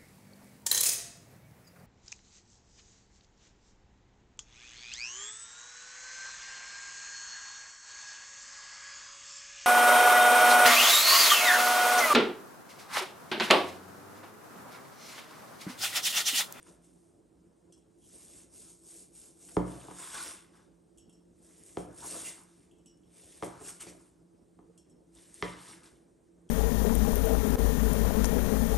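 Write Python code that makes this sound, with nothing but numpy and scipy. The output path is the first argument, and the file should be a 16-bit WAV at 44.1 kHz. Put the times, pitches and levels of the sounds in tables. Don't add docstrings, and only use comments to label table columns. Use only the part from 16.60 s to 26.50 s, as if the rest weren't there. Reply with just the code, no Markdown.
import sys
import numpy as np
from scipy import signal
from scipy.fft import rfft, irfft, next_fast_len
from scipy.io import wavfile
from scipy.ndimage import uniform_filter1d

SR = 44100
rng = np.random.default_rng(int(sys.argv[2]) if len(sys.argv) > 2 else 0)


def materialize(psi):
    bounded = np.clip(np.atleast_2d(psi).T, -1, 1)
    quanta = np.round(bounded * 32767).astype(np.int16)
    wavfile.write(sys.argv[1], SR, quanta)


def level_to_linear(level):
    exponent = np.asarray(level, float) / 20
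    return 10 ** exponent


N = 436590

# pitch_hz, level_db per Hz
AIR_COLOUR = [(15, -28), (25, -9), (55, -10), (145, -10.5), (168, -2), (204, -9), (332, -5), (478, -12),
              (514, -13), (760, -20), (3530, -48.5), (5090, -38.5), (8500, -33.5), (11000, -77.5),
              (18700, -120)]
# pitch_hz, level_db per Hz
MIC_COLOUR = [(4000, -7.5), (6500, -24.5), (9300, 2), (10500, -1.5), (11500, -15), (12600, -14),
              (13000, -120)]
# pitch_hz, width_hz, level_db
DRONE_HUMS = [(55, 17, -77), (174.1, 8, -72), (280, 8, -98), (336.2, 22, -69), (436, 9.1, -78.5)]
# pitch_hz, left_minus_right_db
ROOM_BALANCE = [(90, .5), (330, -2.5), (770, -2), (1800, 1), (3000, 0)]
# pitch_hz, likeness (0 to 1)
ROOM_LIKENESS = [(60, .9), (160, .86), (270, .7), (450, .3), (740, .05), (1220, .4), (2010, .8),
                 (3330, .75), (5500, .98), (8000, .97), (9800, .999)]
# pitch_hz, time_to_fall_60_db_s
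WALL_DECAY = [(60, 1), (160, 0.79), (420, 0.22), (1100, 0.65), (3000, 0.42), (9000, 0.17)]
# late_s, level_db
ECHOES = [(.007, -7), (0.012, -15.5), (.025, -18), (.033, -15.5)]
ROOM_HZ = [62, 104, 124.5, 140, 178.6, 297, 333, 376, 409, 437, 465]
# level_db, time_to_fall_60_db_s
ROOM_RING = [(-8.5, 0.58), (-15, .5), (-10, 0.92), (-15.5, 1), (5.5, 0.42), (2.5, 0.53), (-10.5, 0.34),
             (-10.5, 0.38), (-13.5, 0.35), (-11.5, .35), (-16.5, .3)]

# start_s, level_db, low_notes_db, high_notes_db, rattle_db
CLINKS = [(1.1243, -53.5, -20, -7.5, -2.5), (1.178, -80, -7, 6, 2), (4.3749, -63, -11, 1, -4.5),
          (4.382, -56.5, -6, 3, -9), (4.4952, -62, -6, 1, -8), (4.527, -56.5, -15, 2, -16),
          (4.6708, -86, 0, 0, -22), (6.113, -99.5, 8, 11, 16), (6.184, -69.5, -5, 2, -10),
          (6.2595, -45.5, -7.5, -2, -18), (6.434, -69.5, 1, -15, -12.5), (8.1774, -57, -15.5, -2.5, -3),
          (8.297, -67.5, -10, 2, -6), (9.8914, -52.5, -12.5, -9, -3.5)]
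# pitch_hz, level_db, time_to_fall_60_db_s
STEEL_NOTES = [(2660, -15, .15), (2930, -11, 0.22), (3300, -14, 0.12), (5350, -10, 0.15), (5410, -5, 0.24),
               (5480, -7, .2), (5553, -9, 0.12), (5780, -12, 0.12), (7310, -9, 0.1), (7790, -7, 0.15),
               (8300, -12, 0.15), (11200, -24, .08)]
# pitch_hz, level_db per Hz
RATTLE_COLOUR = [(800, -120), (2200, -33), (2700, 5), (3300, 12), (3800, -11.5), (4900, -16), (5500, -3),
                 (6300, -4), (8500, 3.5), (11300, 0), (12300, -64), (13500, -120)]

# start_s, peak_db, bass_db, middle_db, treble_db
KNOCKS = [(0.063, -63, 11, -5, -3), (0.24, -61, 5, -7, -10), (2.967, -14.5, 6.5, -2.5, -14),
          (3.283, -38.5, 5.5, 5, -21), (3.31, -40, 2, 5, 0), (5.17, -23, 0.5, -6.5, -7.5),
          (5.442, -39.5, 2.5, 6, -8), (6.824, -25.5, 1, 3, -4), (6.833, -28, -3, -9, -6.5),
          (7.011, -42, 3, -5, -14), (7.266, -41.5, 6, -8, -14), (7.989, -51, 2, 4, -9),
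          (8.824, -18.5, -1.5, 7.5, 8.5)]
# pitch_hz, width_hz, level_db
BOARD_NOTES = [(193, 210, -13), (328.3, 75, 4.5), (455, 140, 1), (585, 45, -4), (687, 30, 1),
               (940, 230, 0.5), (1200, 300, -5), (1720, 254, -10.5), (2060, 200, -8.5), (2650, 250, -20.5),
               (3120, 260, -11), (3900, 180, -20), (4350, 250, -19.5), (5255, 340, -17)]
# start_s, pitch_hz, level_db
LANDING_SPOTS = [(2.967, 800, -5.5), (2.967, 480, 4), (5.17, 473, 6.5), (5.17, 850, -4), (5.17, 2000, -7),
                 (5.17, 140, 18), (6.824, 800, -6), (6.824, 480, 6.5), (8.824, 780, -12.5), (8.824, 430, 9),
                 (8.824, 1150, -1), (8.824, 1500, -3.5), (8.824, 1900, 3), (8.824, 2750, -0.5),
                 (8.824, 65, -12), (2.967, 55, -7)]
SLAB_HZ = [562, 579, 712, 895, 979, 1086, 1187, 1380, 1600, 1826, 1962, 2021, 2312]
# level_db, time_to_fall_60_db_s
SLAB_RING = [(10, 0.11), (11, 0.27), (9, 0.29), (-8, .2), (0, 0.36), (4, 0.22), (5.5, 0.3), (-14.5, .2),
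             (-11.5, 0.23), (-15.5, .2), (-7, .25), (-10.5, 0.27), (-9, .2)]

# full_speed_s, held_s, hiss_db, tearing_over_hiss_db, drag_over_hiss_db
FORWARD = [(1.47, 0.084, -61, -36, -41), (1.54, 0.27, -57, -17, -22), (2.286, 0.12, -53, -25, -25.5),
           (2.826, 0.15, -55.5, -24, -24), (4.844, 0.26, -63.5, -13.5, -17.5), (5.1, 0.097, -61, -22, -25),
           (6.574, 0.21, -60, -9.5, -19)]
# full_speed_s, held_s, hiss_db,
# tearing_over_hiss_db, drag_over_hiss_db
BACK = [(.001, 0.044, -71.5, -2, -4.5), (.07, 0.026, -61, -9, -5.5), (.244, 0.0081, -65.5, -17, -27),
        (.29, .2, -73, -25, -19), (1.942, 0.17, -53.5, -25, -23), (2.554, .11, -54.5, -25, -23),
        (5.18, 0.014, -53.5, -16, -28), (5.657, 0.023, -42, -11.5, -19.5), (6.84, 0.008, -49, -17, -20),
        (8.554, .19, -61.5, -9, -17), (8.752, 0.082, -58.5, -8, -19.5), (8.84, 0.059, -54.5, -2.5, -19)]
# full_speed_s, held_s, hiss_db, tearing_over_hiss_db, drag_over_hiss_db
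DRAWS = [(3.086, 0.25, -55.5, -9, -6.5), (3.396, 0.085, -45.5, -11, -10), (3.544, 0.15, -43, -7.5, -13),
         (3.95, 0.021, -68, -2, 0.5), (5.3, 0.027, -81, -2, 13), (5.384, 0.032, -54.5, -10.5, -11),
         (5.468, 0.16, -42, -15.5, -17), (5.9, 0.14, -70, -7.5, -13), (6.93, 0.11, -70, 0.5, 8.5),
         (7.14, 0.032, -59.5, -14, -19), (7.33, 0.13, -66, -14, -9), (5.78, 0.043, -63, -20, -4.5),
         (8.95, .03, -72, 11, 12.5), (9.002, 0.049, -57.5, -2, -6.5), (9.09, 0.029, -53.5, -5.5, -6.5),
         (9.2, 0.022, -76.5, -19, 9), (9.31, 0.065, -72, -7, -13)]
# full_speed_s, held_s, hiss_db, tearing_over_hiss_db, drag_over_hiss_db
FLICKS = [(2.888, 0.0082, -62, -2.5, -3.5), (3.544, 0.018, -65, -41, 16), (5.065, 0.0032, -57, -23, -28),
          (5.428, 0.019, -61, -4.5, 7), (7.207, 0.014, -43.5, -11, -18), (7.27, 0.024, -52.5, -6, -15.5),
          (9.235, 0.039, -61, -1.5, -9)]
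# full_speed_s, held_s, hiss_db, tearing_over_hiss_db, drag_over_hiss_db
SWINGS = [(7.088, 0.0017, -41.5, -17, -13.5)]
# start_s, held_s, level_db
SHOVES = [(.106, 0.018, -63), (.5, 0.014, -68), (2.93, 0.035, -60.5), (3.03, 0.22, -49), (3.35, 0.022, -81),
          (5.188, 0.31, -53.5), (5.52, 0.099, -52.5), (6.641, .02, -66), (6.85, 0.026, -52.5),
          (7.21, 0.01, -61), (7.29, 0.0094, -57.5), (8.85, 0.033, -53), (9.3, 0.098, -68)]
# rise (dB/s), drift while held (dB/s), fall (dB/s), push on the board over the drag (dB)
FORWARD_MOVE = (190, 6, 200, 7.6)
BACK_MOVE = (483, -9.5, 175, 3)
DRAW_MOVE = (229.5, -10.5, 149, -4)
FLICK_MOVE = (1499.5, -6, 376, -15.5)
SWING_MOVE = (205, -9, 288, -3.5)
SHOVE_MOVE = (370, -26.5, 130)
POCKET_MOVE = (830, -18, 1200)

# pitch_hz, level_db per Hz
HISS_COLOUR = [(1500, -120), (2000, -15.5), (4500, -10.5), (6000, -4), (8500, 1), (10000, 6), (11200, 0),
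               (12000, -24), (12700, -26), (12900, -120)]
# pitch_hz, level_db per Hz
TEAR_COLOUR = [(300, -120), (1200, -13), (1900, 0.5), (2600, -1.5), (3500, -1.5), (4500, -5), (6000, -2.5),
               (11000, -120)]
# pitch_hz, level_db per Hz
DRAG_COLOUR = [(100, -120), (500, -21), (900, 5.5), (1300, 2), (1700, 0), (2200, -33.5), (6000, -120)]
# pitch_hz, level_db per Hz
PUSH_COLOUR = [(20, -66), (80, -5), (200, -7), (330, 5), (450, -0.5), (700, -0.5), (1000, -29),
               (4000, -120)]
# pitch_hz, level_db per Hz
SHEEN_COLOUR = [(14300, -120), (14500, 0), (15800, -2), (15940, -120)]
# pitch_hz, width_hz, over_hiss_db
BLADE_NOTES = [(2700, 90, 3), (3570, 80, 5), (4650, 90, 3), (5300, 90, 4), (6650, 100, 3), (8450, 110, 4),
               (8800, 110, 4)]
# start_s, peak_db, pitch_hz
SNAPS = [(0.0283, -39, 9010), (2.9198, -43, 9170), (5.0355, -39, 8460), (5.0534, -45, 9030),
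         (6.3734, -57, 8740), (6.8255, -43, 8300), (7.169, -52, 6500), (8.551, -46, 7640),
         (8.742, -35, 8740), (9.8915, -47, 8200)]
# start_s, held_s, level_db, pitch_hz
POCKETS = [(1.42, 0.043, -77, 3200), (1.9, 0.046, -79, 5500), (8.1, 0.017, -61, 450),
           (7.02, 0.017, -52, 435), (3.4, 0.018, -57, 1000), (3.545, .012, -47.5, 1600),
           (3.565, 0.048, -50.5, 1080), (3.585, 0.034, -50.5, 1410), (3.62, 0.022, -59, 930),
           (3.55, .01, -63, 4200), (3.69, 0.018, -62, 2720), (5.43, 0.022, -51, 910),
           (5.66, 0.017, -51, 2800), (5.675, 0.023, -57.5, 2100), (7.05, 0.018, -62, 2680),
           (7.21, 0.015, -56, 2940), (7.23, 0.017, -72, 3700), (7.215, 0.022, -62, 2200)]

# pitch_hz, right_port_lead_radians
NEAR_LEAD = [(300, 0.54), (520, -1.1), (1000, -1.02), (1400, -0.6), (1900, -0.2), (2400, 0), (3400, -0.27),
             (4700, -0.1), (6000, 0)]
# pitch_hz, left_minus_right_db
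NEAR_BALANCE = [(100, 0), (300, -1.5), (600, .5), (1300, 2), (2500, 0)]
# pitch_hz, right_port_lead_radians
PORT_LEAD = [(8750, 0), (9300, 1.7), (10200, 3.14), (11030, 4.5), (11700, 6.1), (12500, 6.6), (12900, 5.6),
             (14400, 6.28)]


def unit(x):
    return x / np.sqrt(np.mean(x ** 2) + 1e-20)


def along(points, hz):
    f, values = np.transpose(points)
    return np.interp(np.log(hz + 1), np.log(f + 1), values)


def filtered(x, response):
    n = x.shape[-1]
    m = next_fast_len(n + 8192)
    spectrum = rfft(x, m) * response(np.fft.rfftfreq(m, 1 / SR))
    return irfft(spectrum, m)[..., :n]


def coloured(x, colour):
    return filtered(x, lambda hz: level_to_linear(along(colour, hz)))


def resonances(hz, notes):
    return sum(db / (1 + (2 * (hz - centre) / width) ** 2) for centre, width, db in notes)


def spread(pair):
    def shares(hz):
        turn = np.arccos(np.clip(along(ROOM_LIKENESS, hz), -1, 1)) / 2
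        return np.array([np.cos(turn), np.sin(turn)])

    mid, side = filtered(pair, shares)
    return np.array([mid + side, mid - side])


def patchy(patchy_db, channels=1):
    z = signal.stft(rng.standard_normal((channels, N)), nperseg=256)[2]
    field = uniform_filter1d(rng.standard_normal(z.shape[1:]), 5, 0)
    field = uniform_filter1d(field, 12, 1)
    return signal.istft(z * level_to_linear(patchy_db * unit(field)), nperseg=256)[1][:, :N]


def tail():
    hz, t, z = signal.stft(rng.standard_normal((2, SR * 3 // 4)), SR, nperseg=256)
    fade = level_to_linear(-60 * t / along(WALL_DECAY, hz)[:, None])
    walls = spread(signal.istft(z * fade, SR, nperseg=256)[1])
    walls = np.pad(walls, ((0, 0), (round(.004 * SR), 0)))
    return walls / np.linalg.norm(walls[0])


def ringing(modes, seconds, scatter_db):
    t = np.arange(round(seconds * SR)) / SR
    hz, db, t60 = np.transpose(modes)[:, :, None]
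    level_db = db + scatter_db * rng.standard_normal(db.shape) - 60 * t / t60
    return level_to_linear(level_db) * np.sin(2 * np.pi * hz * t)


def add(track, s, sound):
    part = track[:, round(s * SR):][:, :sound.shape[-1]]
    part += sound[..., :part.shape[-1]]


def room_tone():
    air = level_to_linear(-64.5) * unit(coloured(patchy(2.34, channels=2), AIR_COLOUR))
    for centre_hz, width_hz, db in DRONE_HUMS:
        noise = rng.standard_normal((2, N))
        air += level_to_linear(db) * unit(filtered(noise, lambda hz: resonances(hz, [(centre_hz, width_hz, 1)])))
    hiss = level_to_linear(-81) * unit(coloured(patchy(0.56, channels=2), MIC_COLOUR))
    sides = np.array([[.5], [-.5]])
    return filtered(spread(air + hiss), lambda hz: level_to_linear(along(ROOM_BALANCE, hz) * sides))


def clinks():
    out, t = np.zeros((2, N)), np.arange(SR // 2) / SR
    hz = np.array(STEEL_NOTES)[:, :1]
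    swell_s = np.where((hz > 4000) & (hz < 6300), 0.013, .004)
    for s, db, low_db, high_db, rattle_db in CLINKS:
        def cluster(f):
            return level_to_linear(low_db * (f < 4000) + high_db * (f > 6300))

        rattle = rng.standard_normal(len(t)) * level_to_linear(-60 * t / 0.052) * (1 - np.exp(-t / 0.00057))
        grip = uniform_filter1d(rng.standard_normal((len(hz), len(t))), round(.008 * SR))
        flutter = 1 + .7 * unit(grip)
        notes = ringing(STEEL_NOTES, .5, 3) * flutter * cluster(hz) * (1 - np.exp(-t / swell_s))
        ring = notes.sum(0)
        ring += level_to_linear(rattle_db + 20.5) * filtered(rattle, lambda f: level_to_linear(along(RATTLE_COLOUR, f)) * cluster(f))
        add(out, s - .001, level_to_linear(db - 8.5) * ring)
        add(out, s - .001, level_to_linear(db - 10) * signal.fftconvolve(ring[None], tail(), axes=1))
    return out


def knocks():
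    out, blow = np.zeros((2, N)), np.eye(1, SR // 10)[0]
    for s, db, bass_db, middle_db, treble_db in KNOCKS:
        strengths = level_to_linear(np.array(BOARD_NOTES)[:, 2] + rng.standard_normal(len(BOARD_NOTES)))

        def board(f):
            total = 0
            for k, ((centre, width, _), strength) in enumerate(zip(BOARD_NOTES, strengths)):
                sign = (-1) ** min(k, 5)
                total = total + sign * strength * 1j * f * width / (centre ** 2 - f * f + 1j * f * width)
            return total

        def hardness(f):
            spot_db = sum(d * np.exp(-(np.log2((f + 1) / centre) / .17) ** 2)
                          for at, centre, d in LANDING_SPOTS if abs(at - s) < .005)
            contact = [(45, bass_db - 35), (90, bass_db), (200, bass_db), (600, 5.5), (1050, middle_db),
                       (2000, treble_db), (6000, treble_db - 8), (8000, treble_db - 27), (12000, -120)]
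            return level_to_linear(spot_db + along(contact, f))

        def late_bass(f):
            return np.exp(-1j * 0.42 * np.sqrt(f) - 2j * np.pi * f * 0.000695)

        wood = filtered(blow, lambda f: board(f) * hardness(f) * late_bass(f))
        wood *= level_to_linear(db) / np.abs(wood).max()
        add(out, s, wood)
        for late_s, echo_db in ECHOES:
            echo = np.convolve(wood, np.hanning(30) / 15)
            add(out, s + late_s, level_to_linear(echo_db + rng.standard_normal((2, 1))) * echo)
        add(out, s, level_to_linear(-5.5) * signal.fftconvolve(wood[None], tail(), axes=1))
        slab = (ringing(np.c_[SLAB_HZ, SLAB_RING], .4, 2.5) * hardness(np.c_[SLAB_HZ])).sum(0)
        add(out, s + 0.002566, level_to_linear(db - 36) * np.convolve(slab, np.hanning(16) / 8))
        room = ringing(np.c_[ROOM_HZ, ROOM_RING], .6, 1).sum(0)
        add(out, s + 0.0026, level_to_linear(db + bass_db - 21) * np.convolve(room, np.hanning(160) / 80))
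    return out


def movement_db(t, held_s, db, rise, drift, fall):
    held = drift * np.clip(t, 0, held_s)
    return db + rise * np.minimum(t, 0) + held - fall * np.maximum(t - held_s, 0)


def movement(s, held_s, db, rise, drift, fall):
    t = np.arange(N, dtype=np.float32) / SR - s
    return level_to_linear(2 * movement_db(t, held_s, db, rise, drift, fall))


def stroke_db():
    power = np.full((4, N), level_to_linear(-220))
    kinds = [(FORWARD, FORWARD_MOVE), (BACK, BACK_MOVE), (DRAWS, DRAW_MOVE),
             (FLICKS, FLICK_MOVE), (SWINGS, SWING_MOVE)]
    for strokes, (rise, drift, fall, push_db) in kinds:
        for s, held_s, db, tear_db, drag_db in strokes:
            over_hiss_db = np.array([[0], [tear_db], [drag_db], [drag_db + push_db]])
            power += level_to_linear(2 * over_hiss_db) * movement(s, held_s, db, rise, drift, fall)
    power[3] += sum(movement(*shove, *SHOVE_MOVE) for shove in SHOVES)
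    return 10 * np.log10(power)


def sheen(hiss_db):
    level_db = -68.5 + 2.6 * (np.minimum(hiss_db, -45) + 43)
    return level_to_linear(level_db) * unit(coloured(patchy(8)[0], SHEEN_COLOUR))


def pockets():
    out, t = np.zeros((1, N)), np.arange(SR // 4) / SR - .05
    for s, held_s, db, hz in POCKETS:
        width_hz = 0.13 * hz

        def cavity(f):
            return (1j * f * width_hz / (hz * hz - f * f + 1j * f * width_hz)) ** 2

        level_db = movement_db(t, held_s, db, *POCKET_MOVE)
        add(out, s + t[0], level_to_linear(level_db) * unit(filtered(rng.standard_normal(len(t)), cavity)))
    return out[0]


def snaps():
    out = np.zeros((1, N))
    for s, db, hz in SNAPS:
        notes = [(hz, -2, .02), (1.13 * hz, -9, .02), (.78 * hz, -12, .02)]
        add(out, s + .0004, level_to_linear(db) * np.hanning(90) * ringing(notes, 90 / SR, 1).sum(0))
    return out[0]


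def saw_blade(levels_db):
    dry = pockets()
    # colour, grit (dB), patches (dB)
    layers = [(HISS_COLOUR, 2.5, 1.5), (TEAR_COLOUR, 4, 3), (DRAG_COLOUR, 4, 2.5), (PUSH_COLOUR, 4, 3.5)]
    for (colour, grit_db, patchy_db), level_db in zip(layers, levels_db):
        catches = uniform_filter1d(rng.standard_normal(N), 40)
        grains = patchy(patchy_db)[0] * level_to_linear(grit_db * unit(catches))
        rubbed = filtered(grains, lambda hz: level_to_linear(along(colour, hz) + resonances(hz, BLADE_NOTES)))
        dry += level_to_linear(level_db) * unit(rubbed)
    dry += snaps()
    return dry + level_to_linear(-8.5) * signal.fftconvolve(dry[None], tail(), axes=1)[:, :N]


def scene():
    half, levels_db = np.array([[-.5], [.5]]), stroke_db()

    def at_ports(hz):
        return level_to_linear(-half * along(NEAR_BALANCE, hz)) * np.exp(1j * half * along(NEAR_LEAD, hz))

    near = filtered(saw_blade(levels_db) + knocks(), at_ports)
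    return near + clinks() + room_tone() + sheen(levels_db[0])


def band_limit(x):
    return signal.sosfilt(signal.butter(12, 15940, fs=SR, output="sos"), x)


def record(dry):
    def phone(hz):
        low_cut = (hz * hz / (hz * hz - 46 ** 2 - 1j * hz * 55)) ** 2
        return low_cut * np.exp(1j * along(PORT_LEAD, hz) * np.array([[-.5], [.5]]))

    return band_limit(filtered(dry, phone))


dry = scene()
out = record(dry)
materialize(out)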